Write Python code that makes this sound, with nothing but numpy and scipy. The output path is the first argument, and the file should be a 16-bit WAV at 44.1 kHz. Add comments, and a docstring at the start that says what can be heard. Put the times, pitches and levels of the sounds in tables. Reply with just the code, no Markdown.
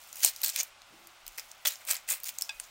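"""Dry onion skin is peeled by hand over a bowl on a wooden table, close up in a small quiet room.
Each tear is a swarm of tiny fractures; stiff flakes snap singly in and between the tears.
Loose skin crinkles faintly and handling adds a few soft low bumps, over room noise and mains hum.
Near the end a knife clinks once on the bowl: a tick and a few ringing modes."""
import sys
import numpy as np
from scipy import signal
from scipy.fft import rfft, irfft
from scipy.io import wavfile

SR = 44100
rng = np.random.default_rng(int(sys.argv[2]) if len(sys.argv) > 2 else 0)


def output_pcm(signal):
    """Save a mono or channel-first signal as 16-bit PCM at the path in sys.argv[1].

    Samples are clipped to [-1, 1] before scaling.
    """
    pcm = np.clip(np.atleast_2d(signal).T, -1, 1) * 32767
    wavfile.write(sys.argv[1], SR, np.round(pcm).astype(np.int16))


N = 119070


def amp(db):
    """Decibels to gain."""
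    return 10 ** (np.asarray(db) / 20)


def unit(x):
    """Scale to rms 1."""
    return x / np.sqrt(np.mean(x ** 2) + 1e-20)


def curve(points, hz):
    """Interpolate (Hz, value) points over log frequency."""
    f, value = np.transpose(points)
    return np.interp(np.log(hz + 1), np.log(f + 1), value)


def bell(hz, centre_hz, octaves):
    """Gaussian hump over log frequency, peak 1."""
    return np.exp(-.5 * (np.log2((hz + 1) / centre_hz) / octaves) ** 2)


def treble_shelf(hz):
    """Shelf weight, 0 to 1."""
    return curve([(6500, 0), (9200, 1)], hz)


def add(mix, start_s, sound):
    """Mix in a sound at a start time."""
    part = mix[max(round(start_s * SR), 0):][:len(sound)]
    part += sound[:len(part)]


def causal_filter(x, db_at, size=1024):
    """Minimum-phase filter with gain db_at(hz)."""
    hz = abs(np.fft.fftfreq(size, 1 / SR))
    log_gain = np.log(amp(np.maximum(db_at(hz), -90)))
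    taps = np.fft.ifft(np.exp(np.conj(signal.hilbert(log_gain)))).real
    return signal.fftconvolve(x, taps[:size // 2])


def zero_phase_filter(x, db_at):
    """Delay-free filter with gain db_at(hz)."""
    return irfft(rfft(x) * amp(db_at(np.fft.rfftfreq(len(x), 1 / SR))), len(x))


def band_norm(x):
    """Root energy within the output band."""
    return np.linalg.norm(record(x[None]))


# Room noise spectrum. Each row: frequency in Hz, relative density in dB.
AIR_SPECTRUM = [(12, -29), (20, 1.5), (113, -14), (234, -12), (270, -13), (319, -11.5), (459, -20),
                (513, -4), (802, 1.5), (923, -1), (1370, 1.5), (1860, -5.5), (2020, -1), (3070, -2.5),
                (8890, -14), (14300, -30.5)]
# Mains hum. Each row: frequency in Hz, rms level in dB.
HUM_TONES = [(99, -82.5), (397, -83.5)]
def air(noise_db=-57.5):
    """Steady room noise with faint mains hum."""
    t = np.arange(N) / SR
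    noise = unit(zero_phase_filter(rng.standard_normal(N), lambda hz: curve(AIR_SPECTRUM, hz)))
    hum = sum(amp(db) * unit(np.sin(2 * np.pi * hz * t)) for hz, db in HUM_TONES)
    return amp(noise_db) * noise + hum


def fractures(n, per_s, spread_db, flakes=16, decay_s=0.00017, ring_share=0.52):
    """Random tiny cracks of uneven size, each briefly ringing one flake of skin."""
    sizes = amp(spread_db * np.minimum(rng.exponential(1, n), 4))
    cracks = sizes * rng.choice([-1, 1], n) * (rng.random(n) < per_s / SR)
    flake = rng.integers(0, flakes, n)
    t = np.arange(SR // 200) / SR
    rings = np.zeros(n)
    for k, hz in enumerate(np.linspace(2220, 14500, flakes)):
        mode = np.exp(-t / decay_s) * np.sin(2 * np.pi * hz * t)
        rings += np.convolve(cracks * (flake == k), mode)[:n]
    return unit(np.sqrt(1 - ring_share) * unit(cracks) + np.sqrt(ring_share) * unit(rings))


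# Dry skin response, also used by tear(). Each row: frequency in Hz, gain in dB.
SKIN_RESPONSE = [(100, -36), (370, -36), (560, -8), (1000, -9.5), (1700, -4.5), (2300, -1), (3100, -1),
                 (4300, 1), (5500, 2.5), (8800, 5.5), (10300, 2.5), (12500, 5), (14600, 10), (16000, 14.5)]
# Crinkling under the fingers. Each row: time in seconds, level in dB.
CRINKLE_LEVELS = [(0, -54), (.15, -52.5), (.63, -45.5), (0.751, -75), (0.999, -62), (1.25, -68.5),
                  (1.29, -56.5), (1.45, -56.5), (1.6, -63.5), (1.8, -57.5), (2.05, -62.5), (2.44, -51),
                  (2.53, -57), (2.7, -61)]
def crinkle():
    """Loose skin crackles faintly as the onion is turned."""
    cracks = fractures(N, per_s=2000, spread_db=2)
    crackle = causal_filter(cracks, lambda hz: curve(SKIN_RESPONSE, hz) - 3 * treble_shelf(hz))[:N]
    level_db = np.interp(np.arange(N) / SR, *np.transpose(CRINKLE_LEVELS))
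    return unit(crackle) * amp(level_db)


# Flake response. Each row: frequency in Hz, gain in dB.
FLAKE_RESPONSE = [(100, -29), (350, -28), (650, -5), (1600, -5.5), (2400, -1), (5000, 3), (8500, 3),
                  (10800, -2.5), (13000, 0), (14500, 6), (16000, -3.5)]
# Single snaps. Each row: time in seconds, relative level in dB, flake pitch in Hz, treble gain in dB.
FLAKE_SNAPS = [ (0.1285, -35.5, 6340, -5), (0.1573, -37, 5700, 1), (0.2325, -22, 6500, 3),
               (0.2472, -11, 8740, -1.5), (0.2487, -13.5, 8240, -4), (.2610, -19.5, 8800, -10),
               (0.3624, -35, 5300, -4), (0.4168, -29.5, 13600, -4), (0.4337, -25, 4400, -4),
               (.4386, -21.5, 14700, -8.5), (0.4617, -24, 4420, 2), (0.4819, -25.5, 4380, 7),
               (0.4926, -32, 4400, -9), (0.4979, -27.5, 4270, 5.5), (0.4998, -33, 6840, -4),
               (0.5611, -22, 2340, 2), (0.6001, -25.5, 6700, -12), (0.6015, -24.5, 6650, -5),
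               (0.632, -28, 6500, 10), (0.6343, -38, 13600, -6.5), (0.8186, -46.5, 2600, -10),
               (1.0717, -43, 7150, 6), (1.2655, -37.5, 2700, -3), (1.2791, -34, 2880, 4.5),
               (1.3777, -39, 5030, 17), (1.3962, -34, 5100, -8), (1.5153, -38.5, 2950, -2.5),
               (1.6631, -29.5, 9050, 1), (1.673, -18, 14500, 10), (1.678, -26.5, 5960, -12),
               (1.682, -35, 6500, -3), (1.7565, -40, 5500, -8), (1.851, -39.5, 10450, -2),
               (1.905, -26, 8000, -10), (1.9114, -18, 7740, -0.5), (1.9229, -27.5, 2440, 0),
               (1.9331, -28.5, 13480, -9), (1.9437, -32.5, 5000, 12), (1.953, -30.5, 4560, -1),
               (1.9667, -32, 7500, -7), (2.089, -27, 1970, 0.5), (2.1028, -20, 7400, 11),
               (2.1097, -25, 8900, -10), (2.1206, -22, 6900, 8), (2.2018, -41, 9060, 3),
               (2.2345, -31, 13900, 4), (2.2424, -31.5, 3800, 4.5), (2.2910, -29, 2460, -1),
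               (2.3856, -26.5, 6700, 2), (2.411, -29.5, 6800, -6), (2.4215, -21, 5200, 3),
               (2.5994, -28, 8860, -11)]
LEAD_S, LEAD_DB = 0.003, -20.5
def snap(level_db, flake_hz, treble_db, rise_s=0.000088, decay_s=0.001, boost_db=2):
    """Fibres start to give, then a crack runs through one flake, which radiates little below its pitch."""
    def flake_db(hz):
        ring_db = np.interp(level_db, [-41, -25], [0, 11])  # faint snaps tick, strong ones ring
        resonance = ring_db * bell(hz, flake_hz, octaves=0.11)
        low_cut = -10.5 * curve([(0.6 * flake_hz, 1), (0.914 * flake_hz, 0)], hz)
        return curve(FLAKE_RESPONSE, hz) + treble_db * treble_shelf(hz) + resonance + low_cut
    t = np.arange(SR // 80) / SR - LEAD_S
    age_s = np.maximum(t, 0)
    lead_in = amp(LEAD_DB) * (1 + t / LEAD_S)
    crack = (1 - np.exp(-age_s / rise_s)) * np.exp(-age_s / decay_s)
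    stress = np.where(t < 0, lead_in, crack)
    sound = causal_filter(rng.choice([-1, 1], len(t)) * stress, flake_db)
    return amp(level_db + boost_db) * np.sqrt(SR / 1000) * sound / band_norm(sound)  # energy over 1 ms


def stick_slip(t, step_s=0.0014, spread_db=3):
    """Uneven gain as a surface catches and lets go."""
    steps = rng.uniform(-1, 1, len(t)) * np.sqrt(3)  # unit variance
    return unit(amp(spread_db * np.interp(t / step_s, np.arange(len(t)), steps)))


# Tears and rubs. Each row: start, rise, hold and fade in seconds, level, body gain and treble gain
# in dB, the curled strip's low ring and higher rasp in Hz.
SKIN_TEARS = [ (0.13, 0.089, 0.023, .02, -40, -2, 1, 3000, 6360),
              (0.226, 0.0058, 0.013, 0.028, -26, -2.5, -3.5, 4360, 6900),
              (0.248, 0.0036, 0.039, 0.046, -29.5, -5.5, -3, 4230, 8600),
              (0.4315, 0.0012, 0.017, 0.051, -27.5, 1, 0, 4350, 8000),
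              (0.459, 0.0082, 0.033, 0.036, -35, -2, -4.5, 4300, 8060),
              (0.515, 0.031, 0.059, .03, -43, -4.5, -10, 2440, 7400),
              (0.557, 0.0039, 0.03, 0.02, -39, 1, -9, 2370, 6560),
              (0.583, 0.0105, 0.018, 0.013, -29.5, -3.5, -9.5, 2380, 6500),
              (1.376, 0.0048, 0.0074, 0.057, -38, 10, -0.5, 2280, 5270),
              (1.6507, 0.0022, 0.0038, 0.033, -24.5, 5.5, -5, 3420, 3680),
              (1.665, 0.0053, 0.014, 0.025, -27, -3.5, -2, 3060, 5940),
              (1.691, 0.01, 0.01, 0.12, -38.5, 1.5, -3.5, 3870, 7000),
              (1.797, 0.013, 0.0045, 0.075, -53.5, 15, -4, 2220, 7900),
              (1.863, 0.05, 0.006, 0.042, -29, 5.5, 0, 2440, 8200),
              (1.924, 0.004, 0.03, 0.099, -41.5, 5.5, -4.5, 2400, 7650),
              (2.075, 0.024, 0.034, 0.094, -32.5, 5, 1.5, 2480, 8600),
              (2.252, 0.0047, 0.034, 0.045, -38, -2, 0, 2230, 6600),
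              (2.425, 0.011, 0.02, 0.066, -50.5, -24, -5, 5240, 5700),
              (2.602, 0.011, 0.03, 0.093, -53.5, -8, -7, 2680, 6840)]
def tear(rise_s, hold_s, fade_s, level_db, body_db, treble_db, ring_hz, rasp_hz, fade_db=-39):
    """A clumped swarm of fractures swells, holds and dies, sounding through the strip that comes away."""
    def strip_db(hz):
        ring = 6 * np.exp(-.5 * ((hz - ring_hz) / 199) ** 2)
        rasp = 4.5 * bell(hz, rasp_hz, octaves=0.087)
        body = body_db * curve([(1520, 1), (5500, 0)], hz)
        return curve(SKIN_RESPONSE, hz) + ring + rasp + body + treble_db * treble_shelf(hz)
    t = np.arange(0, rise_s + hold_s + 2 * fade_s, 1 / SR)
    swell = np.minimum(t / rise_s, 1) ** 0.9
    pull = swell * amp(fade_db * np.maximum(t - rise_s - hold_s, 0) / fade_s)
    cracks = pull * stick_slip(t) * fractures(len(t), per_s=4200, spread_db=3)
    swarm = causal_filter(cracks, strip_db)
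    return amp(level_db) * swarm * np.linalg.norm(pull) / band_norm(swarm)


# Soft bumps. Each row: start, rise and decay in seconds, pitch in Hz, width in octaves, level in dB.
HANDLING_BUMPS = [(0.888, 0.026, 0.1, 227, 0.89, -63.5), (0.929, 0.02, 0.16, 340, 0.031, -66),
                  (1.221, 0.075, 0.035, 30.8, 0.14, -59), (1.375, 0.0093, 0.016, 463, 0.236, -61.5),
                  (2.54, 0.034, 0.048, 29.7, 0.17, -63.5)]
def bump(rise_s, decay_s, pitch_hz, octaves, level_db):
    """A soft push sets something heavy shaking in a low band."""
    t = np.arange(SR) / SR
    band = bell(np.fft.rfftfreq(SR, 1 / SR), pitch_hz, octaves)
    push = np.minimum(t / rise_s, 1) * np.exp(-np.maximum(t - rise_s, 0) / decay_s)
    shake = push * irfft(rfft(rng.standard_normal(SR)) * band, SR)
    return amp(level_db) * shake * np.linalg.norm(push) / np.linalg.norm(shake)


# Knife and bowl modes. 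Each row: frequency in Hz, relative level in dB, T60 in seconds.
CLINK_MODES = [(870, -12.5, 0.056), (1634, -12, 0.099), (2507, -5.5, 0.15), (2620, 0, 0.028),
               (3490, -5.5, 0.078), (3820, -10, 0.079), (4880, 0, 0.033), (5700, -8, 0.047),
               (6940, -6.5, 0.028), (8270, -6, 0.03)]
def clink(ring_db=-30.5, tick_db=-33, tick_decay_s=0.0028, rise_s=0.0013):
    """The blade touches the bowl: a short tick and modes that chatter as it slides, with no bass."""
    t = np.arange(SR // 3) / SR
    ring = sum(amp(db - 60 * t / t60_s) * np.sin(2 * np.pi * (hz * t + rng.random()))
               for hz, db, t60_s in CLINK_MODES)
    noise = zero_phase_filter(rng.standard_normal(len(t)), lambda hz: 24 * bell(hz, 3200, octaves=0.97))
    tick = unit(noise) * np.exp(-t / tick_decay_s)
    hit = (amp(ring_db) * ring * stick_slip(t) + amp(tick_db) * tick) * np.minimum(t / rise_s, 1)
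    return signal.sosfilt(signal.butter(4, 550, "highpass", fs=SR, output="sos"), hit)


# Room decay. Each row: frequency in Hz, T60 in seconds.
ROOM_DECAY = [(300, 0.17), (1500, 0.32), (5000, 0.12), (9000, 0.031), (15000, 0.07)]
def room(x, early_db=-11, early_decay_s=0.0074, tail_db=-17.5, tail_rise_s=0.015, echoes_per_s=5000):
    """Quick reflections from hands, bowl and table, then the room's short tail."""
    t = np.arange(SR // 2) / SR
    taps = rng.standard_normal((2, len(t))) * (rng.random((2, len(t))) < echoes_per_s / SR) * (t > .0015)
    early = taps[0] * np.exp(-t / early_decay_s)
    hz, frame_s, spectra = signal.stft(taps[1] * np.minimum(t / tail_rise_s, 1), SR, nperseg=256)
    decay = amp(-60 * frame_s / curve(ROOM_DECAY, hz)[:, None])
    tail = signal.istft(spectra * decay, SR, nperseg=256)[1][:len(t)]
    response = amp(early_db) * early / np.linalg.norm(early) + amp(tail_db) * tail / np.linalg.norm(tail)
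    return signal.fftconvolve(x, response)[:N]


# Stereo spread in the treble. Each row: frequency in Hz, side gain in dB.
TREBLE_WIDTH = [(2800, -70.5), (4600, -17.5), (9000, -9), (15000, -10)]
def scene(clink_s=2.4926):
    """All sources are centred; a faint stereo spread appears only in the treble."""
    background, near = air(), crinkle()
    add(near, clink_s, clink())
    for time_s, *row in FLAKE_SNAPS:
        add(near, time_s - LEAD_S, snap(*row))
    for start_s, *row in HANDLING_BUMPS:
        add(background, start_s, bump(*row))
    for start_s, *row in SKIN_TEARS:
        add(near, start_s, tear(*row))
    mid = near + room(near) + background
    side = zero_phase_filter(room(near), lambda hz: curve(TREBLE_WIDTH, hz))
    return np.array([mid + side, mid - side])


def record(dry):
    """Steep low-pass at 15900 Hz."""
    taps = signal.firwin(255, 15900, window=("kaiser", 9), fs=SR)
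    return signal.oaconvolve(dry, taps[None], "same")


dry = scene()
out = record(dry)
output_pcm(out)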